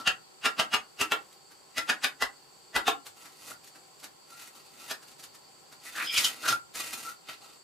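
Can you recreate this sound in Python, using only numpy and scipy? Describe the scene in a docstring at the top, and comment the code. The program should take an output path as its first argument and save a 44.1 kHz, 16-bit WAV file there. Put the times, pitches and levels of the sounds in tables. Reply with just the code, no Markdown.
"""A steel trowel is lifting off a scrape, then knocks a hollow clay brick down into its mortar, between bare
brick walls: each blow grinds through grit, lands hard, and rings blade and brick. From 3 s come short scrapes,
where a stream of sand grains excites the same blade, with crumbs ticking and the blade catching once. Near 6 s
the scrapes press harder, catch four times and squeak in stick-slip bands while the blade sings; the last
touches and strokes then thin out. Throughout, crickets trill as modulated noise bands over quiet, coloured
outdoor noise."""
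import sys
import numpy as np
from scipy import signal
from scipy.fft import rfft, irfft
from scipy.io import wavfile
from scipy.ndimage import uniform_filter1d

SR = 44100
rng = np.random.default_rng(int(sys.argv[2]) if len(sys.argv) > 2 else 0)


def unload_wav(signal):
    """Save mono or channel-first audio to the path in sys.argv[1] as 16-bit WAV at rate SR, clipped to [-1, 1]."""
    wavfile.write(
        sys.argv[1],
        SR,
        np.round(np.clip(np.atleast_2d(signal).T, -1, 1) * 32767).astype(np.int16),
    )


N = 336483
TIME = np.arange(N) / SR
RING_SIZE = SR // 3  # samples in a contact or impulse response


def undb(db):
    """Decibels to gain."""
    return 10 ** (np.asarray(db) / 20)


def unit(x):
    """Scale to energy 1."""
    return x / np.sqrt(np.sum(x ** 2))


def steady(x):
    """Scale to standard deviation 1."""
    return x / np.std(x)


def lookup(points, hz):
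    """Interpolate (Hz, value) points on a log-frequency axis."""
    point_hz, value = np.transpose(points)
    return np.interp(np.log(np.maximum(hz, 1)), np.log(point_hz), value)


def band(x, lo_hz, hi_hz, order=3):
    """Causal Butterworth band-pass."""
    edges_hz = [lo_hz, min(hi_hz, SR / 2 - 100)]
    return signal.sosfilt(signal.butter(order, edges_hz, "band", fs=SR, output="sos"), x)


def through(x, response):
    """Convolve with an impulse response, keeping the length of x."""
    return signal.fftconvolve(x, response)[:len(x)]


def colour(points, size=2048):
    """Minimum-phase impulse response of a spectrum, by folding its cepstrum."""
    bin_hz = np.arange(size // 2 + 1) * SR / size
    cepstrum = irfft(np.log(undb(lookup(points, bin_hz))))
    cepstrum[1:size // 2] *= 2
    cepstrum[size // 2 + 1:] = 0
    return unit(irfft(np.exp(rfft(cepstrum))))


def ring(modes, scatter_db, detune):
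    """Decaying modes; strengths and pitches can scatter with the point of contact."""
    t = TIME[:RING_SIZE]
    out = 0
    draws = rng.standard_normal((len(modes), 3))
    for (pitch_hz, level_db, t60_s), (strength, shift, sign) in zip(modes, draws):
        wave = np.sign(sign) * np.sin(2 * np.pi * pitch_hz * (1 + detune * shift) * t)
        decay = np.exp(-np.log(1000) * t / t60_s)
        out = out + undb(level_db + scatter_db * strength) * unit(wave * decay)
    return unit(out)


def walk(rate_hz):
    """Smooth random wander with spread 1."""
    step = max(int(SR / rate_hz), 1)
    held = np.repeat(rng.standard_normal(N // step + 1), step)
    return steady(uniform_filter1d(held, step)[:N])


def grit(n, rate_hz, spread_db):
    """Sand grains cracking: random clicks, most small and a few large."""
    size = undb(spread_db * np.minimum(rng.exponential(size=n), 4))
    cracks = rng.random(n) < rate_hz / SR
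    return steady(cracks * rng.choice([-1, 1], n) * size)


def add(out, s, x):
    """Mix x in at time s."""
    i = max(int(s * SR), 0)
    out[i:i + len(x)] += x[:len(out) - i]


def spread(voices, side_db):
    """Two unrelated sounds as middle and side of a wide source."""
    mid, side = voices
    return mid + undb(side_db) * np.array([side, -side])


def contact(lead_s, bite_s, settle_s, hard_db):
    """Force of one contact: grinding swells as the steel bites, it lands hard, the grit settles."""
    t = TIME[:RING_SIZE] - lead_s
    grinding = grit(len(t), 12000, 2.1) * np.exp(np.minimum(t / bite_s, -t / settle_s))
    landing = grit(len(t), 15000, 0.94) * (t >= 0) * np.exp(-np.abs(t) / 0.0014)
    return unit(unit(grinding) + undb(hard_db) * unit(landing))


# trowel blows, and from 4.9 s the scraping blade catching, played the same way: landing_s, body_db, clack_db,
# grit_db, grit_edge_hz, pressed_blade_hz (before detuning), # blade_db (relative, before a common trim),
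# hard_db (landing re grinding), brick_db, free_db (before band-pass)
TROWEL_BLOWS = [(0.076, -39, -18, -27, 8000, 2740, 3.5, -2, -41, -47),
                (0.46, -35, -20.5, -27, 9000, 2805, -1.5, -20, -40, -29),
                (0.598, -31.5, -21, -27, 9000, 2520, -18, -3.5, -39, -33),
                (0.743, -34, -20.5, -27, 8750, 2840, -1.5, -12, -40, -36),
                (1.015, -34, -23, -27, 17000, 2750, 0.5, -12, -42, -34),
                (1.12, -34.5, -23, -30.5, 17000, 2610, -4, 4, -32, -29.5),
                (1.782, -41, -27.5, -30, 12000, 2006, 1.5, -8, -46, -33),
                (1.899, -34.5, -21, -29, 11000, 1400, -6.5, -8, -41, -45),
                (2.045, -40.5, -22.5, -26, 9700, 1440, -8, -3.5, -41, -48),
                (2.223, -35.5, -24, -29.5, 10200, 1980, 2.5, -3, -34, -56),
                (2.763, -31, -22.5, -30, 14200, 1967, 0, -3.5, -36, -32),
                (2.88, -35, -23, -28, 15000, 3606, -2, -6.5, -22, -31.5),
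                (4.913, -44.5, -34, -34.5, 15000, 1800, -1.5, -11.5, -58, -66),
                (6.182, -49, -27, -19.5, 10800, 2420, 8.5, -27, -50, -56),
                (6.248, -51, -28, -21.5, 13000, 3069, 7, -8, -57, -47),
                (6.488, -53, -25.5, -25, 14000, 1396, 0, -14, -48, -35),
                (6.526, -44, -33, -34.5, 14000, 1345, 9, -3, -56, -26)]
# spectrum of the clack: freq_hz, density_db (per Hz, relative)
CLACK_SPECTRUM = [(40, -39), (100, -27), (170, -18), (240, -6), (310, -3.5), (480, -9.5), (800, -2.5),
                  (1000, -9.5), (1420, -0.5), (1800, -8), (2750, -2.5), (4300, -14), (11000, -21),
                  (15000, -29)]
# steel blade modes, also used by scraping: pitch_hz, level_db (relative), t60_s
BLADE_MODES = [(1339, 9, 0.15), (1429.6, -4.5, 0.41), (1582, 3, 0.16), (1911, 8, 0.052), (2392, -11, 0.097),
               (2454, 8, 0.038), (2540, -20, 0.094), (2774, 2, 0.051), (3117, 4, 0.039), (3240, 0, 0.082),
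               (3525, 7, 0.037), (3990, -3.5, 0.034), (4700, -11, 0.06), (4900, 3, 0.02), (5300, 0, 0.037),
               (6130, 0, 0.065), (6600, -1.5, 0.079), (8200, -16.5, 0.054), (8200, -15, 0.175),
               (10000, 2, 0.05), (12000, -4, 0.03), (12400, -2, 0.052)]
# hollow brick modes: pitch_hz (before detuning), level_db (relative, before scatter), t60_s
BRICK_MODES = [(281.5, -3.5, 0.13), (437, 1, 0.061), (685, 1.5, 0.062), (760, -10, 0.05), (800, 7.5, 0.057),
               (1094, 5.5, 0.088), (1216, -3, 0.11), (1340, -31, .08), (1760, -16, 0.13), (2918, -13, 0.25),
               (3280, -3, .09), (3660, -3.5, 0.12)]
# close partials of the pressed blade's note: pitch_ratio [multiple], level_db (relative), t60_s
PRESSED_PARTIALS = [(.92, -10, 0.042), (1, 0.5, 0.041), (1.06, -12.5, 0.039)]
FREE_HZ, FREE_T60_S = 1364, 0.18  # lowest mode of the lifted blade, before detuning
BODY_TOP_HZ, GRIT_BOTTOM_HZ = 950, 4000  # borders of body, clack and grit
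BLOW_S = 0.018  # levels are rms over this length
# softer contacts grind for longer before landing
BITE_S, BITE_S_PER_DB, BITE_MIN_S = 0.0076, 0.00011, 0.002


def blows():
    """Trowel on brick: contact force through a gritty clack and steel, then ringing clay and blade."""
    clacks, rings = np.zeros(N), np.zeros(N)
    clack = colour(CLACK_SPECTRUM)
    steel = ring(BLADE_MODES, 0, 0)
    lead_s = 0.05
    for (landing_s, body_db, clack_db, grit_db, grit_edge_hz, pressed_hz,
         blade_db, hard_db, brick_db, free_db) in TROWEL_BLOWS:
        bite_s = max(BITE_S - BITE_S_PER_DB * hard_db, BITE_MIN_S)
        force = contact(lead_s, bite_s, 0.0057, hard_db)
        x = unit(through(force, clack)) + undb(-7.5) * unit(through(force, steel))
        # pressed on the brick, the blade has a damped note set by the point of contact
        partials = [(pressed_hz * ratio, db, t60_s) for ratio, db, t60_s in PRESSED_PARTIALS]
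        note = ring(partials, 0.58, 0.0035)
        x = x + undb(blade_db - 4.0) * unit(through(force, note))
        body = undb(body_db) * unit(band(x, 49, BODY_TOP_HZ))
        middle = undb(clack_db) * unit(band(x, BODY_TOP_HZ, GRIT_BOTTOM_HZ))
        top = band(x, GRIT_BOTTOM_HZ, SR / 2)
        top = band(top, BODY_TOP_HZ, max(grit_edge_hz, GRIT_BOTTOM_HZ), order=1)
        add(clacks, landing_s - lead_s, body + middle + undb(grit_db) * unit(top))
        clay = undb(brick_db) * ring(BRICK_MODES, 0.6, 0.0018)
        # once lifted, the blade rings on in its lowest mode
        free = undb(free_db) * ring([(FREE_HZ, 0, FREE_T60_S)], 0, 0.017)
        add(rings, landing_s, band(clay + free, 296, 6100, order=5))  # the rings carry no bass
    return np.sqrt(BLOW_S * SR) * np.array([clacks, rings])


STROKE_ATTACK_S, STROKE_RELEASE_S = 0.016, 0.017  # time constants of bite and lift


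def pressure(start_s, end_s, opening_db, closing_db):
    """One stroke: the blade bites, the hand leans in or eases off evenly in dB, the blade lifts."""
    lean_db = np.interp(TIME, [start_s, max(end_s, start_s + .001)], [opening_db, closing_db])
    outside = np.maximum((start_s - TIME) / STROKE_ATTACK_S, (TIME - end_s) / STROKE_RELEASE_S)
    return undb(lean_db) * np.exp(-np.clip(outside, 0, 20))


# scraping strokes: start_s, end_s, opening_db, closing_db (gains before pressure waver),
# hiss_db (sand, relative gain), rumble_db (mortar, relative gain)
SCRAPE_STROKES = [(0.0, 0, -37, -41.5, -5, 2.5), (3.17, 3.37, -56, -59, -0.5, -6),
                  (3.394, 3.51, -56.5, -45.5, 2, -6.5), (4.307, 4.367, -52.5, -61, 0.5, -7.5),
                  (4.396, 4.496, -45, -60, 0, -11), (4.555, 4.68, -55, -64.5, 0, -3.5),
                  (4.722, 4.91, -60.5, -43, -1, -7), (5.854, 5.90, -43.5, -45, 0, -10.5),
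                  (5.959, 6.056, -37, -40, -3, -10), (6.127, 6.276, -35, -33.5, 1, -13.5),
                  (6.309, 6.40, -44, -48, -3, -7), (6.424, 6.51, -38.5, -32, -3, -6.5),
                  (6.772, 6.89, -41, -42, -0.5, -10.5), (6.938, 7.095, -44.5, -41.5, 0.5, -8),
                  (7.291, 7.347, -47, -49, -7.5, -10), (7.424, 7.568, -54.5, -62.5, -3, -3)]
# spectrum of sandy mortar, also used by ticks: freq_hz, density_db (per Hz, relative)
SAND_SPECTRUM = [(24, -82), (40, -24), (174, -18.5), (301, -12), (449, -15.5), (1080, -12), (1380, -6),
                 (2010, -7), (2450, -8.5), (3060, -10), (3840, -9), (5170, -10), (7340, -12),
                 (11800, -14.5), (15500, -22)]
WAVER_DB, WAVER_HZ = 1.5, 25.15  # the hand's pressure wavers


def scraping():
    """Blade dragged over sandy mortar, catching and slipping; the grains ring the steel."""
    grains = grit(N, 3000, 3.5) * undb(2.6 * walk(110))
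    sand = steady(through(grains, colour(SAND_SPECTRUM)))
    steel = steady(through(grains, ring(BLADE_MODES, 0, 0)))
    rasp = undb(0.5) * steady(band(sand + undb(-9) * steel, 1280, 5240))
    hiss = undb(-0.5) * steady(band(sand + steel / 2, 4320, 16200))
    rumble = undb(1.0) * steady(band(sand, 111, 1244, order=2))
    out = np.zeros(N)
    for start_s, end_s, opening_db, closing_db, hiss_db, rumble_db in SCRAPE_STROKES:
        mix = rasp + undb(hiss_db) * hiss + undb(rumble_db) * rumble
        out += pressure(start_s, end_s, opening_db, closing_db) * mix
    return out * undb(WAVER_DB * walk(WAVER_HZ))


# squeaks, where friction locks onto a blade resonance, and the blade singing in its lowest mode near 1350 Hz: #
# middle_s, length_s, pitch_hz, width_hz, level_db (relative, before a common trim and flutter)
NARROW_TONES = [(.008, 0.065, 1350, 28, -44), (3.515, 0.057, 1410, 110, -49), (4.355, 0.2, 1365, 65, -55),
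                (5.878, .07, 2000, 300, -49), (5.996, 0.13, 1550, 547, -34), (6.01, 0.12, 2370, 540, -38),
                (6.093, 0.1, 3210, 300, -35), (6.108, 0.18, 5060, 260, -38.5), (6.151, .2, 2370, 300, -37.5),
                (6.167, 0.091, 3140, 500, -28), (6.465, .1, 1427, 237, -32.5),
                (7.089, 0.09, 1350, 54.7, -39)]


def squeaks():
    """Rough stick-slip tones and the singing blade: narrow noise bands that swell and fade."""
    out = np.zeros(N)
    slips = undb(2 * walk(150))
    for middle_s, length_s, pitch_hz, width_hz, level_db in NARROW_TONES:
        swell = np.hanning(max(int(length_s * SR), 64))
        noise = rng.standard_normal(SR)
        tone = band(noise, pitch_hz - width_hz / 2, pitch_hz + width_hz / 2, order=2)[-len(swell):]
        early = max(int((length_s / 2 - middle_s) * SR), 0)  # samples before time zero
        add(out, middle_s - length_s / 2, undb(level_db - 5) * steady(tone * swell)[early:])
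    return out * slips


# crumbs and light blade touches: landing_s, level_db (relative, before a common gain),
# low_db (low knock re the band above 2 kHz)
CRUMB_TICKS = [(1.329, -44, -5), (1.518, -40.5, 1), (3.067, -30, -4), (3.257, -35.5, 0.5), (3.51, -31.5, 2),
               (3.645, -40.5, -7), (3.676, -38, -10), (3.758, -39, 2), (4.001, -41.5, -6),
               (4.042, -28.5, -3), (5.03, -38.5, 0), (5.084, -39.5, -6), (5.118, -41, -4), (5.199, -36, -6),
               (5.239, -31.5, -6), (5.35, -38.5, -4), (5.727, -37, 0), (6.757, -23.5, -3.5),
               (6.935, -23, -5.5), (7.296, -39, 9)]


def ticks():
    """Mortar crumbs and light blade touches: soft gritty contacts coloured as sand."""
    out = np.zeros(N)
    sand = colour(SAND_SPECTRUM)
    lead_s = 0.02
    for landing_s, level_db, low_db in CRUMB_TICKS:
        x = through(contact(lead_s, 0.0095, 0.013, -8), sand)
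        high = unit(band(x, 2050, 18000, order=2))
        low = undb(low_db) * unit(band(x, 84, 1930))
        add(out, landing_s - lead_s, undb(level_db + 15.5) * unit(high + low))
    return out


# decay of the brick enclosure: freq_hz, t60_s
WALL_DECAY = [(100, 0.48), (260, 0.2), (700, .2), (1840, 0.18), (4850, 0.12), (13000, 0.15)]


def enclosure(x, wet_db, side_db, first_s):
    """Close brick walls: short, dense reverberation of decaying noise bands, partly different per ear."""
    t = TIME[:RING_SIZE]
    edges_hz = np.geomspace(40, 18000, 10)
    noise = rng.standard_normal((2, len(t)))
    tail = 0
    for lo_hz, hi_hz in zip(edges_hz, edges_hz[1:]):
        sos = signal.butter(3, [lo_hz, hi_hz], "band", fs=SR, output="sos")
        t60_s = lookup(WALL_DECAY, np.sqrt(lo_hz * hi_hz))
        tail = tail + signal.sosfiltfilt(sos, noise) * np.exp(-np.log(1000) * t / t60_s)
    tail = tail * np.clip(t / first_s - 1, 0, 1)  # silent until first_s, full at twice that
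    mid, side = (through(x, undb(wet_db) * unit(r)) for r in tail)
    return (x + spread((mid, side), side_db)) / np.sqrt(1 + undb(2 * wet_db))


# crickets: pitch_hz, width_hz, level_db (middle voice, before swell), trill_hz (mean rate)
CRICKET_BANDS = [(4570, 420, -63.5, 30), (7680, 1160, -65.5, 54)]
SWELL_DB, SWELL_HZ = 0.04, 1.07  # very slight, slow wander of the chorus


def crickets():
    """Many distant crickets merge into narrow noise bands, trilled by amplitude modulation."""
    out = 0
    for pitch_hz, width_hz, level_db, trill_hz in CRICKET_BANDS:
        rate_hz = trill_hz * (1 + .1 * walk(8.1))
        trill = 1 + 0.12 * np.sin(2 * np.pi * np.cumsum(rate_hz) / SR)
        voices = []
        for _ in range(2):
            noise = rng.standard_normal(N)
            chirr = band(noise, pitch_hz - width_hz / 2, pitch_hz + width_hz / 2, order=2)
            voices.append(steady(chirr * trill * undb(1.5 * walk(24))))
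        out = out + undb(level_db) * spread(voices, -3.5)
    return out * undb(SWELL_DB * walk(SWELL_HZ))


# outdoor background spectrum: freq_hz, density_db (per Hz, relative)
AIR_SPECTRUM = [(25, -28), (50, -14), (100, -11.5), (135, -3), (253, -8), (378, -1), (598, -3.5),
                (1080, -15.5), (1240, -24), (1380, -10.5), (1570, -11.5), (3200, -11), (3930, -12.5),
                (4750, -28), (5280, -11.5), (7910, -16.5), (15500, -21)]
# resonances of the space between the walls: pitch_hz, level_db (relative), t60_s
HOLLOW_MODES = [(151.6, -7.5, 0.16), (379, -4.5, 0.22), (771, 3.5, 0.048), (1072, 3, 0.016),
                (1305, -2.5, 0.038)]
AIR_GAIN_DB = -62.5


def air():
    """Quiet outdoor noise plus noise coloured by the hollow between the walls."""
    voices = []
    for noise in rng.standard_normal((2, N)):
        outdoors = steady(through(noise, colour(AIR_SPECTRUM)))
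        # reversed noise decorrelates the two layers
        hollow = through(noise[::-1], ring(HOLLOW_MODES, 0, 0))
        x = outdoors + undb(-2.5) * steady(band(hollow, 108, 6000, order=2))
        voices.append(x * undb(0.74 * walk(3.735)))
    return undb(AIR_GAIN_DB) * spread(voices, -0.7)


def scene():
    """Trowel work between the walls, over the outdoor background."""
    clacks, rings = blows()
    knocks = enclosure(clacks, wet_db=-2, side_db=-3, first_s=0.0015)
    scrapes = enclosure(scraping() + ticks(), wet_db=-5, side_db=-0.5, first_s=0.002)
    tones = enclosure(rings + squeaks(), wet_db=-8.0, side_db=0, first_s=0.0051)
    return knocks + scrapes + tones + crickets() + air()


TOP_HZ, CEILING = 15400, 0.36  # CEILING: limit before the low-pass


def record(dry):
    """Round the loudest peaks with tanh, then cut the top with a steep elliptic low-pass."""
    rounded = CEILING * np.tanh(dry / CEILING)
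    return signal.sosfilt(signal.ellip(10, .2, 80, TOP_HZ, fs=SR, output="sos"), rounded)


dry = scene()
out = record(dry)
unload_wav(out)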